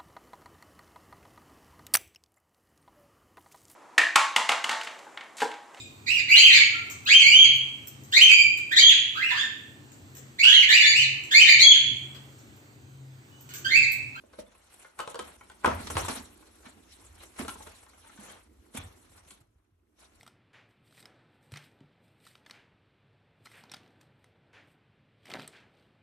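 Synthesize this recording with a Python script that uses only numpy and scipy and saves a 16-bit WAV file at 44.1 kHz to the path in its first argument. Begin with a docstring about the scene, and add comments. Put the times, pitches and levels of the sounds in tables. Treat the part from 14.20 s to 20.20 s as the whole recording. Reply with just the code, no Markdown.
"""Kitten at a paper roll

A kitten claws at a paper roll in a small tiled bathroom, close to a pair of microphones.
The cardboard core knocks on its metal holder: decaying modes excited by a burst of contacts.
The tissue rustles, flaps and crackles as it unrolls: coloured noise, clicks and short rings under envelopes.
Paws thud on the floor as decaying low sines; noise bands give a faint rumble, a boom and still air.
Sparse decaying echoes stand for the tiled walls."""
import sys
import numpy as np
from scipy import signal
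from scipy.fft import rfft, irfft
from scipy.io import wavfile
from scipy.ndimage import uniform_filter1d

SR = 44100
rng = np.random.default_rng(int(sys.argv[2]) if len(sys.argv) > 2 else 0)


def output_pcm(signal):
    """Save a mono or channel-first signal as 16-bit PCM at the path in sys.argv[1].

    Samples are clipped to [-1, 1] before scaling.
    """
    pcm = np.clip(np.atleast_2d(signal).T, -1, 1) * 32767
    wavfile.write(sys.argv[1], SR, np.round(pcm).astype(np.int16))


N = 264600

# Core meets holder or claw snaps sheet: [t/s, blow level/dB, struck-spot centre f/Hz, fibre snap re blow/dB]
KNOCKS = [(0.036, -47.5, 586, -18), (0.131, -45.5, 850, -18), (0.187, -32.5, 550, -18),
          (0.263, -56.5, 2540, -10), (0.349, -53.5, 1070, -25), (0.646, -39.5, 1500, -8),
          (0.647, -48.5, 536, -15), (0.79, -28.5, 1110, 2), (0.797, -25.5, 1070, -7), (0.803, -30, 945, 5),
          (0.875, -26.5, 780, -1.5), (0.944, -30, 820, 0.5), (0.955, -30.5, 790, 0.5),
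          (0.991, -28.5, 1140, 5), (0.995, -31.5, 790, 4), (1.209, -41, 1340, -7.5),
          (1.298, -40, 1250, 1.5), (1.438, -34, 1190, -20), (1.445, -9, 1130, -15.5), (1.459, -12, 944, -8),
          (1.476, -16, 706, -10), (1.488, -28, 1070, -14), (1.511, -29, 1180, -12), (1.702, -29.5, 990, -9),
          (1.7675, -18, 920, -1), (1.776, -33, 1100, 0), (1.798, -38, 1210, -2.5),
          (1.848, -29, 1220, -20.5), (1.882, -22.5, 857, -10.5), (2.224, -51.5, 1300, -6),
          (2.457, -43.5, 1600, -19), (3.248, -36.5, 690, 0), (3.2803, -30, 1310, 2.5),
          (3.292, -33, 1300, 6), (3.355, -41, 880, -17), (3.402, -40.5, 930, -12), (3.472, -44, 940, 8),
          (3.664, -50, 1350, -0.5), (3.733, -51, 1300, -14), (3.84, -53, 1410, -10), (3.863, -51, 1420, -5),
          (3.894, -45.5, 1420, -8), (3.975, -49, 1300, -3), (4.095, -49, 3200, -9), (4.544, -40, 454, -12),
          (4.572, -32.5, 3200, -15), (5.107, -51.5, 1350, 14)]
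# Modes of the cardboard core: [f/Hz, level/dB, t60/s]
CORE_MODES = [(220.5, 0, 0.13), (355.6, -12, 0.068), (490.5, -1.5, 0.037), (580, 1, 0.031),
              (638, -4, 0.045), (890, -2, 0.043), (1069, 5, 0.02), (1300, -5.5, 0.056), (1420, 0, 0.026),
              (1508, -6, 0.024), (1820, 0, 0.015), (2185, -2.5, 0.028), (3250, -1, 0.045)]
# Soft paws and the swinging roll: [t/s, blow level/dB, f/Hz]
THUDS = [(0.184, -42.5, 228), (0.989, -38, 360), (1.001, -47, 217), (1.47, -29, 88), (1.476, -22.5, 234),
         (1.522, -27, 82), (1.6, -34.5, 227), (1.701, -36, 85), (1.757, -24, 93.3), (1.82, -34.5, 84.1),
         (1.896, -30, 247), (1.972, -35.5, 241), (2.0, -45, 71.6), (2.466, -43, 236), (3.197, -26.5, 246),
         (3.216, -32.5, 372), (3.283, -36, 240), (3.228, -38, 70.5), (3.988, -41, 204), (4.549, -33, 239),
         (4.586, -33.5, 94), (4.642, -42.5, 80), (4.901, -53, 106), (5.061, -57, 171), (5.118, -55.5, 194),
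         (5.211, -52.5, 108), (5.359, -54, 66.6), (5.523, -57.5, 90.6)]
# How hard the tissue is moved: [t/s, rustle level/dB]
PAPER_MOTION = [(0.0, -70), (0.47, -63), (0.65, -57), (0.95, -84.5), (1.25, -60), (1.5, -64), (1.85, -44.5),
                (2.1, -58.5), (2.52, -66.5), (2.85, -57.5), (3.09, -62), (3.36, -52.5), (3.66, -62),
                (4.03, -57.5), (4.23, -76), (4.69, -64.5), (4.87, -64), (5.0, -63.5), (5.19, -71),
                (5.27, -86), (5.72, -95.5), (5.92, -70), (6.0, -65.5)]
# How the kitten moves: [t/s, floor rumble level/dB]
KITTEN_MOTION = [(0.0, -64.5), (0.72, -72.5), (0.92, -65), (1.38, -63.5), (1.65, -51.5), (1.82, -47),
                 (2.07, -60.5), (2.6, -62.5), (3.46, -60), (3.69, -68), (4.63, -61.5), (5.56, -74.5),
                 (6.0, -64.5)]
# Relative spectral density of the fibre rustle: [f/Hz, level per Hz/dB]
RUSTLE_SPECTRUM = [(1180, -34), (2000, -7), (4250, -5), (4950, -13.5), (5580, -6), (6550, -8.5),
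                   (7750, -4.5), (11100, -5.5), (12600, -17.5), (13600, -44.5)]
# Relative spectral density of the flapping sheet: [f/Hz, level per Hz/dB]
FLAP_SPECTRUM = [(350, -3.5), (600, 2.5), (950, 1), (1400, -0.5), (2200, -5.5), (3200, -12), (5000, -36.5)]
# Relative spectral density of the booming roll: [f/Hz, level per Hz/dB]
BOOM_SPECTRUM = [(110, -36), (170, -4.5), (235, 3), (330, 2), (430, -4), (800, -25)]
# Relative spectral density of the floor rumble: [f/Hz, level per Hz/dB]
RUMBLE_SPECTRUM = [(15, -36), (30, -12), (45, 4.5), (60, 6), (85, 3.5), (110, -9), (180, -47.5)]
# Relative spectral density of still air: [f/Hz, level per Hz/dB]
AIR_SPECTRUM = [(88, -43), (150, -16.5), (278, -13), (322, -1.5), (565, -29.5), (618, -12.5), (769, -23.5),
                (11500, -42), (15000, -69)]
# Likeness of left and right in diffuse noise: [f/Hz, correlation/1]
LIKENESS = [(60, 1), (250, 0.79), (600, 0.55), (1300, 0.25), (4000, 0.05), (12000, 0.16)]
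# Level difference of the microphone pair: [f/Hz, left re right level/dB]
PAIR_LEAN = [(60, -1), (110, -0.5), (200, -6), (360, -5.5), (660, 1.5), (1200, 4), (2180, -1), (3960, 0)]
# Reverberation time of the tiled room: [f/Hz, t60/s]
TILES_T60 = [(100, 0.4), (500, 0.29), (1500, 0.23), (4000, 0.29), (10000, 0.065)]
# Fibres tear in a burst: [peak t/s, peak level/dB, rise time/s, fall time/s, sheet flap re tear/dB]
TEARS = [(0.1338, -59.5, 0.0055, 0.024, -3.5), (0.1935, -46, 0.0054, 0.015, -8.5),
         (0.793, -45.5, 0.0061, 0.044, -1), (0.902, -49.5, 0.0058, 0.046, -5),
         (0.991, -54, 0.0025, 0.16, 3), (1.076, -56, 0.0029, 0.02, -4), (1.4613, -32.5, 0.0071, 0.012, 7),
         (1.49, -43.5, .015, 0.09, 6), (1.53, -52, .01, 0.017, 0), (1.61, -59, 0.019, 0.014, 5),
         (1.673, -35.5, 0.0032, 0.01, -2.5), (1.701, -37.5, 0.00066, 0.019, -4),
         (1.754, -45, 0.00086, 0.013, 11), (1.77, -34.5, 0.00093, 0.043, 3),
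         (1.862, -40.5, 0.0047, 0.014, -23), (1.883, -32, 0.0008, 0.039, -5),
         (1.957, -51, 0.014, 0.037, 1.5), (1.977, -46, 0.013, 0.0069, -3), (2.0, -62, .003, 0.012, 8),
         (2.46, -51, 0.015, 0.034, -1.5), (2.728, -56.5, 0.023, 0.014, -30),
         (3.006, -59, 0.0026, 0.031, -8), (3.038, -52, 0.013, 0.015, -1), (3.193, -42.5, 0.0043, 0.022, 0),
         (3.211, -45.5, 0.014, 0.03, 3.5), (3.282, -40, 0.00073, 0.025, -17.5),
         (3.469, -54.5, 0.0043, 0.032, 0.5), (4.045, -55.5, 0.05, 0.072, 0),
         (4.101, -51, 0.016, 0.065, -2.5), (4.552, -44.5, 0.0062, 0.013, -5),
         (4.575, -37.5, 0.0083, 0.0085, -5.5), (4.603, -52.5, 0.017, 0.052, 2.5),
         (4.98, -61.5, 0.019, 0.011, -1), (5.049, -68, 0.00084, 0.011, -1),
         (5.081, -52, 0.0071, 0.0097, -14), (5.108, -52.5, 0.0037, 0.022, -12.5),
         (5.7917, -61, 0.015, 0.077, -8.5), (5.8333, -62.5, 0.016, 0.017, 0.5)]
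# Filter that colours the fibre snap: [f/Hz, gain/dB]
SNAP_FILTER = [(900, -28.5), (1800, -9), (3000, 2), (5500, -8.5), (9000, -4.5), (13000, -28.5)]

AIR_DB = -82.5
EDGE_HZ = 13450  # upper band limit
ROOM_DB = -6.5  # echo of the knocks
RATTLE_S, FIRM_DB = 0.0036, -17  # decay time of the contacts after a blow; level of a firm blow
CONTACT_SHARE = 0.87  # dB that the main contact loses per dB of a blow below firm
THUD_T60_S, THUD_DAMPING = 0.12, 0.78  # t60 at 100 Hz; it shrinks as pitch to the power of the damping
CALM_DB = -61  # rustle or rumble level that counts as calm
FLAP_DB, FLAP_SHARE = -64.5, 0.67  # flap at a calm rustle, and its share of the rustle's swings in dB
BOOM_DB, BOOM_SHARE = -63, 1.43  # boom at a calm rumble, and its share of the rumble's swings in dB
CRINKLES_PER_S, CRINKLE_DB, CRINKLE_T60_S = 64, -11.5, 0.02  # crinkle level is relative to the flap
PORT_TURN, PORT_HZ, PORT_OCTAVES = 1.5, 640, 0.6  # left leads by this many radians around this pitch
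SHEEN_HZ, SHEEN_DB = 6800, 4.5  # the treble above this pitch flickers by this much either way


def gain_of(db):
    """Definition of level: decibels to an amplitude factor."""
    return 10 ** (np.asarray(db) / 20)


def evened(x):
    """Normalisation of power: scales to rms 1."""
    return x / np.sqrt(np.mean(x ** 2) + 1e-20)


def read(points, hz):
    """Logarithmic pitch scale: interpolates a table over log frequency."""
    f, value = np.transpose(points)
    return np.interp(np.log(hz + 1), np.log(f + 1), value)


def follow(rows, axis):
    """Linear interpolation: one column of a curve at every sample."""
    rows = np.array(rows)
    return np.interp(np.arange(N) / SR, rows[:, 0], rows[:, axis])


def add(mix, s, sound):
    """Superposition: adds a sound into the mix, in place, from a time in seconds."""
    part = mix[:, round(s * SR):][:, :sound.shape[1]]
    part += sound[:, :part.shape[1]]


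def filtered(x, spectrum):
    """Linear filtering: multiplies the spectrum by a gain curve in dB."""
    return irfft(rfft(x) * gain_of(read(spectrum, np.fft.rfftfreq(N, 1 / SR))), N)


def hiss(spectrum, patchy_db, size=512):
    """Partial coherence: two noise channels alike by band, with drifting patches of colour, rms 1."""
    frames, hz = 4 * N // size + 5, np.fft.rfftfreq(size, 1 / SR)
    a, b, c, d, patches = rng.standard_normal((frames, len(hz), 5)).T
    patches = uniform_filter1d(patches, size=18, axis=0)  # over frequency
    patches = evened(uniform_filter1d(patches, size=9, axis=1))  # over time
    same = np.clip(read(LIKENESS, hz), -1, 1)[:, None]
    left = a + 1j * b
    right = same * left + np.sqrt(1 - same ** 2) * (c + 1j * d)
    bins = np.array([left, right]) * gain_of(patchy_db * patches)
    noise = signal.istft(bins, nperseg=size, noverlap=size * 3 // 4)[1][:, :N]
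    return evened(filtered(noise, spectrum))


def clumps(depth_db, length_s):
    """Relaxation of random slips: a level that swells at each slip and dies away, rms 1."""
    slips = (rng.random(N) < 0.5 / (length_s * SR)) * rng.exponential(1, N)
    trail = signal.lfilter([1], [1, -np.exp(-1 / (length_s * SR))], slips)
    trail = uniform_filter1d(trail, size=round(length_s * SR))
    return evened(gain_of(depth_db * np.minimum(trail, 4)))


def still_air():
    """Stationary noise: a faint coloured hiss of constant overall level."""
    return gain_of(AIR_DB) * hiss(AIR_SPECTRUM, patchy_db=3.5)


def rumble(stir_db):
    """Amplitude modulation: low floor noise follows the kitten's motion and random slips."""
    noise = hiss(RUMBLE_SPECTRUM, patchy_db=1, size=4096)
    return noise * clumps(depth_db=3, length_s=0.05) * gain_of(stir_db)


def boom(stir_db):
    """Expanded dynamics: the roll's boom swings further in dB than the rumble it follows."""
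    noise = hiss(BOOM_SPECTRUM, patchy_db=2.5, size=2048)
    level_db = BOOM_DB + BOOM_SHARE * (stir_db - CALM_DB)
    return noise * clumps(depth_db=2.5, length_s=0.03) * gain_of(level_db)


def flicker(length_s):
    """Saturated random drift: a level that swings between brighter and duller spells, rms 1."""
    size = round(length_s * SR)
    drift = uniform_filter1d(rng.standard_normal(N), size=size)
    drift = evened(uniform_filter1d(drift, size=size))
    return evened(gain_of(SHEEN_DB * np.tanh(2 * drift)))


def fibre_fizz():
    """Shot noise: sparse crackle clicks join a steady fibre hiss, and the treble flickers."""
    sizes = gain_of(3.0 * np.minimum(rng.exponential(1, N), 5))
    clicks = sizes * (rng.random(N) < 4000 / SR) * rng.choice([-1, 1], N)  # about 4000 per second
    crackle = evened(filtered(np.array([clicks, clicks]), RUSTLE_SPECTRUM))
    fizz = 0.75 * hiss(RUSTLE_SPECTRUM, patchy_db=3.5, size=512) + 0.22 * crackle
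    hz = np.fft.rfftfreq(N, 1 / SR)
    sheen = irfft(rfft(fizz) / (1 + (SHEEN_HZ / (hz + 1)) ** 20), N)
    return fizz + sheen * (flicker(length_s=0.014) - 1)


def crinkles():
    """Impulse excitation: creases pop at random, each a short ring at one of eight pitches, rms 1."""
    t, out = np.arange(2000) / SR, np.zeros(N)
    pops = gain_of(4.0 * np.minimum(rng.exponential(1, N), 4)) * (rng.random(N) < CRINKLES_PER_S / SR)
    kind = rng.integers(0, 8, N)
    for k, hz in enumerate(np.geomspace(600, 2600, num=8)):
        ring = gain_of(-60 * t / CRINKLE_T60_S) * np.sin(2 * np.pi * hz * t)
        out += signal.oaconvolve(pops * (kind == k), ring)[:N]
    return evened(np.array([out, out]))


def paper():
    """Envelope control: fibre fizz, sheet flap and crinkles follow slow motion; slips and tears join in."""
    motion_db = follow(PAPER_MOTION, axis=1)[None]
    slips = clumps(depth_db=2.0, length_s=0.008)
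    rustle = gain_of(motion_db) * slips
    loose = gain_of(FLAP_DB + FLAP_SHARE * (motion_db - CALM_DB))
    slack = loose * slips
    add_tears(rustle, slack)
    flap = slack * hiss(FLAP_SPECTRUM, patchy_db=1.0, size=256)
    return rustle * fibre_fizz() + flap + loose * gain_of(CRINKLE_DB) * crinkles()


def knock(db, hz, snap_db):
    """Modal excitation: a blow and short rattle ring core modes near the struck spot; fibres snap with it."""
    t = np.arange(6000) / SR
    short = t[:2000]
    shifts, contact = rng.standard_normal(len(CORE_MODES)), rng.standard_normal((3, 2000))
    ring = np.zeros(len(t))
    for shift, (f, mode_db, t60) in zip(shifts, CORE_MODES):
        reach_db = -11.0 * np.log2(f / hz) ** 2  # modes far from the spot's pitch are hardly driven
        # the loose core shifts its modes a little each time
        mode = np.sin(2 * np.pi * f * (1 + 0.045 * shift) * t)
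        ring += gain_of(mode_db + reach_db - 60 * t / t60) * mode
    ring *= 1 - np.exp(-t / 0.0005)  # the padded core takes the blow softly
    rattle = 0.048 * contact[0] * np.exp(-short / RATTLE_S) * (1 - np.exp(-short / 0.0015))
    rattle[40] = gain_of(CONTACT_SHARE * min(db - FIRM_DB, 0))  # main contact, fainter in a light blow
    body = signal.fftconvolve(ring, rattle)[:len(t)]
    body = gain_of(db) * np.array([body, body]) / abs(body).max()
    # the snap is a few milliseconds of noise, partly shared by both ports
    snap = gain_of(snap_db) * (contact[1] + 0.25 * contact[1:])
    snap *= np.exp(-short / 0.0028) * (1 - np.exp(-short / 0.00067))
    return body, gain_of(db) * snap


def all_knocks():
    """Superposition: the ringing bodies of all blows, with their filtered fibre snaps."""
    bodies, snaps = np.zeros((2, 2, N))
    for s, *row in KNOCKS:
        body, snap = knock(*row)
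        add(bodies, s, body)
        add(snaps, s, snap)
    return bodies + filtered(snaps, SNAP_FILTER)


def bathroom(x):
    """Reverberation: sparse echoes of random sign, other ones per channel, each band with its own decay."""
    taps = np.zeros((2, SR // 2))
    at = np.arange(160, SR // 2 - 20, 20)
    at = at + rng.integers(0, 20, (2, len(at)))
    np.put_along_axis(taps, at, rng.choice([-1., 1.], at.shape), 1)
    hz, t, bins = signal.stft(taps, SR, nperseg=256)
    decay = gain_of(-60 * t / read(TILES_T60, hz)[:, None])
    tail = signal.istft(bins * decay, SR, nperseg=256)[1]
    tail = tail / np.linalg.norm(tail[0])
    return signal.fftconvolve(x.mean(0)[None], tail, axes=1)[:, :N]


def alternating_echoes(x):
    """Time-variant reverberation: three random echo sets take turns, which keeps the tail smooth in colour."""
    turn = 2 * np.pi * np.arange(N) / SR / 0.13  # one turn in 0.13 s
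    return sum(bathroom(x * np.sqrt(2 / 3) * np.cos(turn + k * np.pi / 3)) for k in range(3))


def add_tears(rustle, slack):
    """Exponential growth and decay: each burst of tearing fibres raises the rustle and flap levels."""
    lead_s = 0.05  # the burst starts this long before its peak
    t = np.arange(10000)[None] / SR - lead_s
    for s, db, rise_s, fall_s, flap_db in TEARS:
        tear = gain_of(db) * np.exp(np.minimum(t / rise_s, -t / fall_s))
        add(rustle, s - lead_s, tear)
        add(slack, s - lead_s, tear * gain_of(flap_db))


def thud(db, hz):
    """Damped oscillation: a soft push starts a low swing and a weaker, lower one that die fast."""
    t = np.arange(10000) / SR
    swing = np.sin(2 * np.pi * hz * t) + 0.071 * np.sin(2 * np.pi * 0.7 * hz * t)
    t60 = THUD_T60_S * (100 / hz) ** THUD_DAMPING
    push = gain_of(db - 60 * t / t60) * swing * (1 - np.exp(-t / 0.0012))
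    return np.tile(push, (2, 1))


def all_thuds():
    """Superposition: every soft push at its own time."""
    thuds = np.zeros((2, N))
    for s, *row in THUDS:
        add(thuds, s, thud(*row))
    return thuds


def thud_echo(thuds):
    """Low-frequency coherence: long waves reach both ports nearly alike."""
    echo = bathroom(thuds)
    return 0.4 * echo[0] + 0.04 * echo


def scene():
    """Superposition: blows ring in the room over the paper, the rumble and still air."""
    stir_db = follow(KITTEN_MOTION, axis=1)
    background = still_air() + rumble(stir_db) + boom(stir_db)
    tissue = paper()
    knocks = all_knocks()
    thuds = all_thuds()
    echo = gain_of(ROOM_DB) * alternating_echoes(knocks) + thud_echo(thuds)
    return background + tissue + knocks + thuds + echo


def record(dry):
    """Two-port reception: level and phase differ by pitch; deep bass and top treble are cut."""
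    hz = np.fft.rfftfreq(N, 1 / SR)
    lean_db = read(PAIR_LEAN, hz) / 2  # half up on the left, half down on the right
    # the right port hears all but the treble 3 samples later, and the low middle turned
    late = np.exp(-2j * np.pi * hz * 3 / SR / (1 + (hz / 5000) ** 6))
    octaves = np.log2((hz + 1) / PORT_HZ)
    late = late * np.exp(-1j * PORT_TURN * np.exp(-(octaves / PORT_OCTAVES) ** 2))
    bass_cut = 1 + (40 / (hz + 1)) ** 4
    ports = irfft(rfft(dry) * gain_of([lean_db, -lean_db]) * [late ** 0, late] / bass_cut, N)
    band_limit = signal.firwin(511, EDGE_HZ, window=("kaiser", 9), fs=SR)
    return signal.oaconvolve(ports, band_limit[None], "same")


dry = scene()
out = record(dry)
output_pcm(out)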